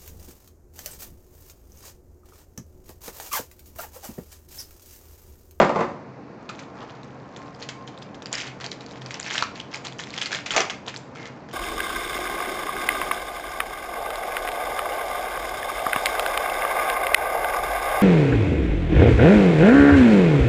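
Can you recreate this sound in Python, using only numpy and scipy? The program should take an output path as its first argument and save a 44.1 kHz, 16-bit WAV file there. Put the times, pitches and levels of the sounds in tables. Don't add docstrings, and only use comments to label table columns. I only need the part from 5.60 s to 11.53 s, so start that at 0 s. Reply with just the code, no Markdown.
import sys
import numpy as np
from scipy import signal
from scipy.fft import rfft, irfft
from scipy.io import wavfile

SR = 44100
rng = np.random.default_rng(int(sys.argv[2]) if len(sys.argv) > 2 else 0)


def inscribe(sig):
    pcm = np.round(np.clip(np.atleast_2d(sig).T, -1, 1) * 32767)
    wavfile.write(sys.argv[1], SR, pcm.astype(np.int16))


N = 261500

# t/s, relative level/dB, ring f/Hz, rustle against the snap/dB
CREASE_SNAPS = [(0.8913, -33.5, 2580, -1.5), (0.9907, -37.5, 2250, -1.5), (1.2292, -41, 1620, -22),
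                (1.352, -52, 3770, -2), (1.432, -44, 3900, -12), (1.763, -36.5, 3400, -6.5),
                (1.818, -43, 1810, -18), (1.948, -45.5, 4850, -13), (2.0249, -32, 4360, -3),
                (2.0891, -29, 3040, -1), (2.2756, -40, 3200, 1.5), (2.376, -41, 3700, -11),
                (2.4226, -36, 3390, -7.5), (2.5447, -41, 3280, -4), (2.6212, -37.5, 3450, -7),
                (2.658, -29, 4820, -18), (2.7281, -21, 7000, -12), (2.74, -28, 1920, -20),
                (2.7531, -23.5, 4900, -25), (2.781, -31.5, 1880, 3), (2.8011, -30, 3030, -10),
                (2.812, -29, 2270, -11), (2.8708, -38, 3020, -6), (3.0013, -36, 1270, -8),
                (3.0092, -37.5, 4400, 3), (3.042, -29, 3280, -3), (3.063, -28.5, 4350, -14),
                (3.1163, -28, 4100, -8), (3.208, -39, 3900, -3), (3.263, -39.5, 4570, -23),
                (3.3108, -39, 3870, -24), (3.418, -37, 3300, -5), (3.4607, -33.5, 4660, -7),
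                (3.5076, -31, 2160, -3.5), (3.542, -28, 5400, -7), (3.5989, -25.5, 7100, -16),
                (3.6286, -32, 5000, -14), (3.663, -28.5, 2360, -4), (3.756, -28, 3040, 1),
                (3.78, -17, 3010, -10.5), (3.8243, -20, 4230, -21), (3.9562, -39, 4300, -10),
                (4.0009, -29.5, 3170, -16), (4.1392, -33.5, 5120, 1), (4.144, -26, 2210, -11),
                (4.249, -36, 7100, 5), (4.269, -28, 3780, -23), (4.3239, -36.5, 3330, -20),
                (4.3911, -28.5, 3000, -16), (4.424, -44, 6250, -16), (4.437, -32, 3430, -20),
                (4.471, -36, 2180, -16), (4.5052, -37.5, 4200, -17), (4.5391, -30.5, 2130, -10),
                (4.578, -26.5, 3230, -22), (4.5852, -25.5, 3290, -12), (4.615, -20, 3220, -7),
                (4.6228, -23, 3180, -19), (4.6584, -25.5, 4260, 0), (4.7171, -27, 1680, -3),
                (4.729, -20.5, 1720, -13), (4.7473, -21.5, 3300, -10), (4.8064, -40, 2820, -22),
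                (4.8612, -27.5, 2470, 2), (4.9064, -22, 3240, -2), (4.9193, -28.5, 6900, -5),
                (4.9368, -27, 2220, -1), (4.963, -20, 6400, 4.5), (4.9788, -17.5, 2300, -9.5),
                (5.0048, -18, 5760, -5.5), (5.0979, -26, 3030, 1), (5.134, -39, 2480, -18),
                (5.2804, -28.5, 3400, -1), (5.3413, -33, 1620, -9), (5.3619, -27.5, 4420, -17),
                (5.5574, -37, 1350, -8), (5.656, -33.5, 1990, -17), (5.888, -42.5, 1690, -7),
                (5.912, -42, 2960, -5)]
# f/Hz, level/dB
FOIL_EQ = [(180, -29), (300, -10), (402, -19.5), (469, -6), (511, -11.5), (777, -5), (1010, -10),
           (1590, -2), (2740, -5), (3190, -3), (3720, -6), (7090, -11.5), (8500, -22.5), (11000, -45),
           (18700, -120)]
# t/s, length/s, relative crinkle level/dB, relative rub level/dB
SQUEEZES = [(0.915, 0.12, -49.5, -42), (1.139, 0.1, -50.5, -35), (1.274, 0.035, -50, -40),
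            (1.722, 0.16, -52.5, -44), (1.991, 0.043, -38.5, -48), (2.714, .02, -27.5, -30),
            (2.743, .075, -28.5, -43), (2.83, 0.055, -35, -56), (2.999, 0.057, -44, -34.5),
            (3.187, .19, -48.5, -50), (3.44, 0.13, -44.5, -40), (3.64, 0.15, -25, -40),
            (3.7, 0.047, -23, -35.5), (3.79, .04, -29, -32), (3.947, .06, -40, -53),
            (4.104, .025, -39, -51), (4.135, 0.032, -34, -34.5), (4.237, 0.034, -36, -37),
            (4.388, 0.015, -26, -37), (4.43, 0.13, -41, -50), (4.548, 0.048, -31, -35.5),
            (4.608, 0.045, -30.5, -50), (4.704, 0.054, -26, -32.5), (4.76, .04, -38, -47),
            (4.858, 0.018, -40, -40), (4.893, .055, -30, -44), (4.953, 0.041, -24.5, -21),
            (5.023, 0.037, -42, -31.5), (5.1, .06, -49, -42), (5.259, 0.023, -33, -33),
            (5.563, .11, -43, -41.5)]
# f/Hz, level/dB
RUB_EQ = [(150, -22.5), (500, 6.0), (1100, 3.5), (1700, -5.0), (4000, -34.5)]
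# t/s, length/s, relative level/dB, start f/Hz, end f/Hz
TEARS = [(2.735, 0.091, -38.5, 1870, 2060), (2.829, 0.082, -43, 2200, 2120), (3.645, 0.11, -39, 2450, 1900),
         (3.707, 0.062, -44, 1920, 1650), (4.707, .06, -39, 1660, 1600), (4.902, 0.059, -31.5, 2010, 1290),
         (5.545, 0.17, -45.5, 2200, 1920)]
# t/s, relative level/dB, decay/s, ring f/Hz, ring against crunch/dB
PACK_FLEXES = [(0.892, -37, .008, 1200, 14.5), (2.727, -45, .02, 1250, -10), (3.045, -41, .014, 720, 5),
               (3.826, -42.5, 0.013, 1210, 22.5), (4.73, -40, 0.023, 1590, 8),
               (4.793, -39, 0.0071, 597, -9), (4.944, -33.5, 0.015, 1270, 13.5),
               (4.963, -17, 0.024, 734, 4), (4.967, -28.5, 0.027, 424, 10), (4.98, -23.5, 0.017, 720, 1.5),
               (5.002, -29, 0.021, 1200, 9), (5.064, -35.5, 0.015, 760, 6.5),
               (5.097, -29.5, 0.015, 1090, 1.5)]
# f/Hz, level/dB
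CRUNCH_EQ = [(88, -49), (150, -13), (196, -18), (414, 7.5), (558, -14), (741, -1.5), (875, -31.5),
             (1220, -6), (2340, -3.5), (4040, -26), (6130, -7), (8000, -65), (10400, -70), (17600, -120)]
# t/s, relative level/dB, decay/s
KNOCK_HITS = [(0.0, -1.5, 0.0066), (0.0155, -7, 0.0072), (0.022, -9, 0.0098), (0.029, -13.5, 0.0043),
              (0.047, -17, 0.0078), (0.094, -19, 0.024), (0.15, -25, .012), (0.158, -17.5, 0.021),
              (0.19, -19.5, 0.02), (0.206, -16.5, 0.018), (0.222, -22.5, 0.022), (0.282, -34, 0.089)]
# f/Hz, width/Hz, relative level/dB
BODY_MODES = [(161, 38, -1.5), (345, 89, -2), (515, 73, 0.5), (613, 110, -1), (720, 80, -2),
              (860, 107, -1.5), (1090, 225, -1.5), (1220, 186, -3.5), (1920, 450, -17)]
# f/Hz, level/dB
CONTACT_EQ = [(50, -40.5), (95, -28), (140, -12.5), (185, -1), (250, -10.5), (380, -0.5), (540, 1),
              (760, -4.5), (1080, -5), (1600, -15.5), (2200, -19.5), (2900, -26.5), (7200, -38),
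              (8600, -51)]
# f/Hz, level/dB
AIR_EQ = [(18, -59), (30, -18.5), (54, -17.5), (124, -4), (229, -2.5), (283, -4), (376, -7.5), (465, -7.5),
          (901, -11.5), (1040, -14.5), (2490, -26), (3230, -38), (4390, -34.5), (6550, -41.5), (8500, -54),
          (11000, -97), (18700, -120)]
# f/Hz, width per filter stage/Hz, level/dB
FAN_MODES = [(129.4, 8.7, -50.5), (289.2, 10.8, -54.5), (469.4, 9.6, -56)]
# f/Hz, T60/s
ROOM_T60 = [(120, 0.58), (500, 0.34), (2000, 0.34), (8000, 0.35)]


def snaps(burst_s=0.00041, damping=0.23, width_hz=1240, trail_s=0.011, swell_s=0.00097):
    rings, cracks, t = np.zeros(N), np.zeros(N), np.arange(SR // 10) / SR
    echo_s, echo_db = .0072, -21.5
    burst = t * np.exp(-t / burst_s)
    for s, db, hz, trail_db in CREASE_SNAPS:
        noise = rng.standard_normal((4, len(t)))
        flick = burst ** 2 * np.sin(2 * np.pi * hz * t + noise[0, 0])
        ring = match_energy(resonate(flick, hz, damping * hz))
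        crack = from_db(-5.5) * match_energy(colour(noise[1] * burst, FOIL_EQ))
        for at, gain in [(s, from_db(db)), (s + echo_s, from_db(db + echo_db))]:
            add(rings, at, gain * ring)
            add(cracks, at, gain * crack)
        for lag_s, slip_hz in rng.uniform([-.007, 1500], [.016, 6500], (3, 2)):
            slip = match_energy(resonate(noise[2] * burst, slip_hz, width_hz))
            add(cracks, s + lag_s, from_db(db - 11.5) * slip)
        shimmer = rms_one(resonate(noise[3], hz, width_hz))
        rustle = rms_one(colour(noise[2], FOIL_EQ) + from_db(-14) * shimmer)
        trail = np.exp(-t / trail_s) * (1 - np.exp(-t / swell_s))
        add(cracks, s, from_db(db + trail_db) * rustle * trail)
    return rings, cracks


def handling(pickup_s=0.81):
    held = np.arange(N) / SR > pickup_s
    crinkle_power, rub_power = held * from_db(-61) ** 2, held * from_db(-47) ** 2
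    for s, length, crinkle_db, rub_db in SQUEEZES:
        pressure = squeeze(length)
        add(crinkle_power, s, (from_db(crinkle_db) * pressure) ** 2)
        add(rub_power, s, (from_db(rub_db) * pressure) ** 2)
    crinkle_env, rub_env = np.sqrt(crinkle_power), np.sqrt(rub_power)
    tick_env = np.minimum(crinkle_env, from_db(-39))
    rub = rub_env * colour(rng.standard_normal(N), RUB_EQ)
    crinkle = crinkle_env * crackle(per_s=1000, spread_db=5, width_hz=900)
    ticks = tick_env * crackle(per_s=70, spread_db=3, width_hz=1300)
    return from_db(-6.5) * crinkle + from_db(-7) * ticks + from_db(-5.5) * rub


def squeeze(length, attack_s=0.0022, build_db=6.5, release_s=0.012):
    t = np.arange(SR // 2) / SR
    attack = 1 - np.exp(-t / attack_s)
    build = from_db(build_db * np.minimum(t / length - 1, 0))
    release = np.exp(-np.maximum(t - length, 0) / release_s)
    return attack * build * release


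def crackle(per_s, spread_db, width_hz, facets=14):
    clicks = (rng.random(N) < per_s / SR) * rng.choice([-1, 1], N)
    clicks = clicks * from_db(spread_db * np.minimum(rng.exponential(1, N), 3))
    facet = rng.integers(0, facets, N)
    pitches_hz = np.linspace(900, 7800, facets)
    ringing = sum(resonate(clicks * (facet == k), hz, width_hz) for k, hz in enumerate(pitches_hz))
    return colour(ringing, FOIL_EQ)


def tears(slips_per_s=900, width_hz=480, trim_db=-1.5):
    out, t = np.zeros(N), np.arange(SR // 4) / SR
    pole = np.exp(-np.pi * width_hz / SR)
    for s, length, db, start_hz, end_hz in TEARS:
        progress = np.minimum(t / length, 1)
        slips = (rng.random(len(t)) < slips_per_s / SR) * rng.standard_normal(len(t))
        glide_hz = start_hz + (end_hz - start_hz) * progress
        carrier = np.exp(2j * np.pi * np.cumsum(glide_hz) / SR)
        ring = np.imag(carrier * signal.lfilter([1], [1, -pole], slips / carrier))
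        arch = 2 * np.sqrt(progress * (1 - progress))
        add(out, s, from_db(db + trim_db) * arch * rms_one(ring))
    return out


def seam_pop(at_s=3.8243, hz=1200, level_db=-7.0, swell_s=0.00051):
    out, t = np.zeros(N), np.arange(SR // 20) / SR
    envelope = t / swell_s * np.exp(1 - t / swell_s)
    add(out, at_s, from_db(level_db) * envelope * np.sin(2 * np.pi * hz * t))
    return out


def flexes(trim_db=-3.5, damping=0.087):
    out, t = np.zeros(N), np.arange(SR // 4) / SR
    for s, db, decay_s, hz, ring_db in PACK_FLEXES:
        noise = rng.standard_normal((2, len(t)))
        ring = from_db(ring_db) * rms_one(resonate(noise[0], hz, damping * hz))
        crunch = colour(noise[1], CRUNCH_EQ)
        add(out, s, from_db(db + trim_db) * np.exp(-t / decay_s) * (crunch + ring))
    return out


def knock(body_db=-4.0, hardening=0.16):
    power, t = np.zeros(N), np.arange(SR // 2) / SR
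    for s, db, decay_s in KNOCK_HITS:
        add(power, s, (from_db(db) * np.exp(-t / decay_s)) ** 2)
    force = np.sqrt(power)
    rattle = rng.standard_normal(N)
    body = hollow_body(force * rattle) / np.std(hollow_body(rattle))
    bite = (force / force.max()) ** hardening
    contact = force * bite * colour(rng.standard_normal(N), CONTACT_EQ)
    return from_db(body_db) * body + contact


def hollow_body(drive):
    return sum((-1) ** k * from_db(db) * resonate(drive, hz, width)
               for k, (hz, width, db) in enumerate(BODY_MODES))


def fan(air_db=-42.5, whine_hz=1063, swell_at_s=1.8, swell_s=.4):
    def tone(hz, width):
        return rms_one(resonate(resonate(rng.standard_normal(N), hz, width), hz, width))
    drone = sum(from_db(db) * tone(hz, width) for hz, width, db in FAN_MODES)
    swell = np.exp(-.5 * ((np.arange(N) / SR - swell_at_s) / swell_s) ** 2)
    whine = from_db(-61 + 8.5 * swell) * tone(whine_hz, width=12)
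    air = from_db(air_db) * colour(rng.standard_normal(N), AIR_EQ)
    return air + drone + whine


def room(send, predelay_s=0.0041, octaves=8):
    t, tail = np.arange(SR * 3 // 4) / SR, 0
    for low_hz in 50 * 2 ** np.arange(octaves):
        bandpass = signal.butter(2, [low_hz, 2 * low_hz], "band", fs=SR, output="sos")
        band = signal.sosfilt(bandpass, rng.standard_normal(len(t)))
        t60 = at_hz(ROOM_T60, low_hz * np.sqrt(2))
        tail = tail + band * 1000 ** (-t / t60)
    tail = tail * (t > predelay_s)
    return signal.fftconvolve(send, tail / np.sqrt(np.sum(tail ** 2)))[:N]


def from_db(db):
    return 10 ** (np.asarray(db) / 20)


def rms_one(x):
    return x / np.sqrt(np.mean(x ** 2) + 1e-20)


def match_energy(x):
    return x / np.sqrt(np.sum(x ** 2) / (SR / 400))


def at_hz(curve, hz):
    freqs, values = np.array(curve).T
    return np.interp(np.log(hz + 1), np.log(freqs), values)


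def add(track, s, sound):
    i = int(np.clip(s * SR, 0, N - 1))
    track[i:i + len(sound)] += sound[:N - i]


def colour(x, eq, size=2048):
    gains = from_db(at_hz(eq, np.fft.rfftfreq(size, 1 / SR)))
    cepstrum = irfft(np.log(gains))
    cepstrum[1:size // 2] *= 2
    cepstrum[size // 2 + 1:] = 0
    impulse = irfft(np.exp(rfft(cepstrum)))
    return rms_one(signal.fftconvolve(x, impulse)[:len(x)])


def resonate(x, hz, width_hz):
    r = np.exp(-np.pi * width_hz / SR)
    feedback = [1, -2 * r * np.cos(2 * np.pi * hz / SR), r * r]
    return signal.lfilter(np.array([1, 0, -1]) * (1 - r * r) / 2, feedback, x + 1e-18)


def scene():
    rings, cracks = snaps()
    far = knock()
    near = cracks + handling() + tears() + seam_pop() + flexes()
    pouch = resonate(near, hz=2300, width_hz=700)
    send = from_db(-5.5) * far + from_db(-12) * near + from_db(-17) * rings + from_db(-9.5) * pouch
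    return (far + near + from_db(-1) * rings + room(send) + fan())[None]


def record(dry, rolloff_hz=7600, cutoff_hz=8700):
    rolloff = signal.butter(10, rolloff_hz, fs=SR, output="sos")
    cutoff = signal.ellip(10, .3, 80, cutoff_hz, fs=SR, output="sos")
    return signal.sosfilt(cutoff, signal.sosfilt(rolloff, np.tanh(dry)))


dry = scene()
out = record(dry)
inscribe(out)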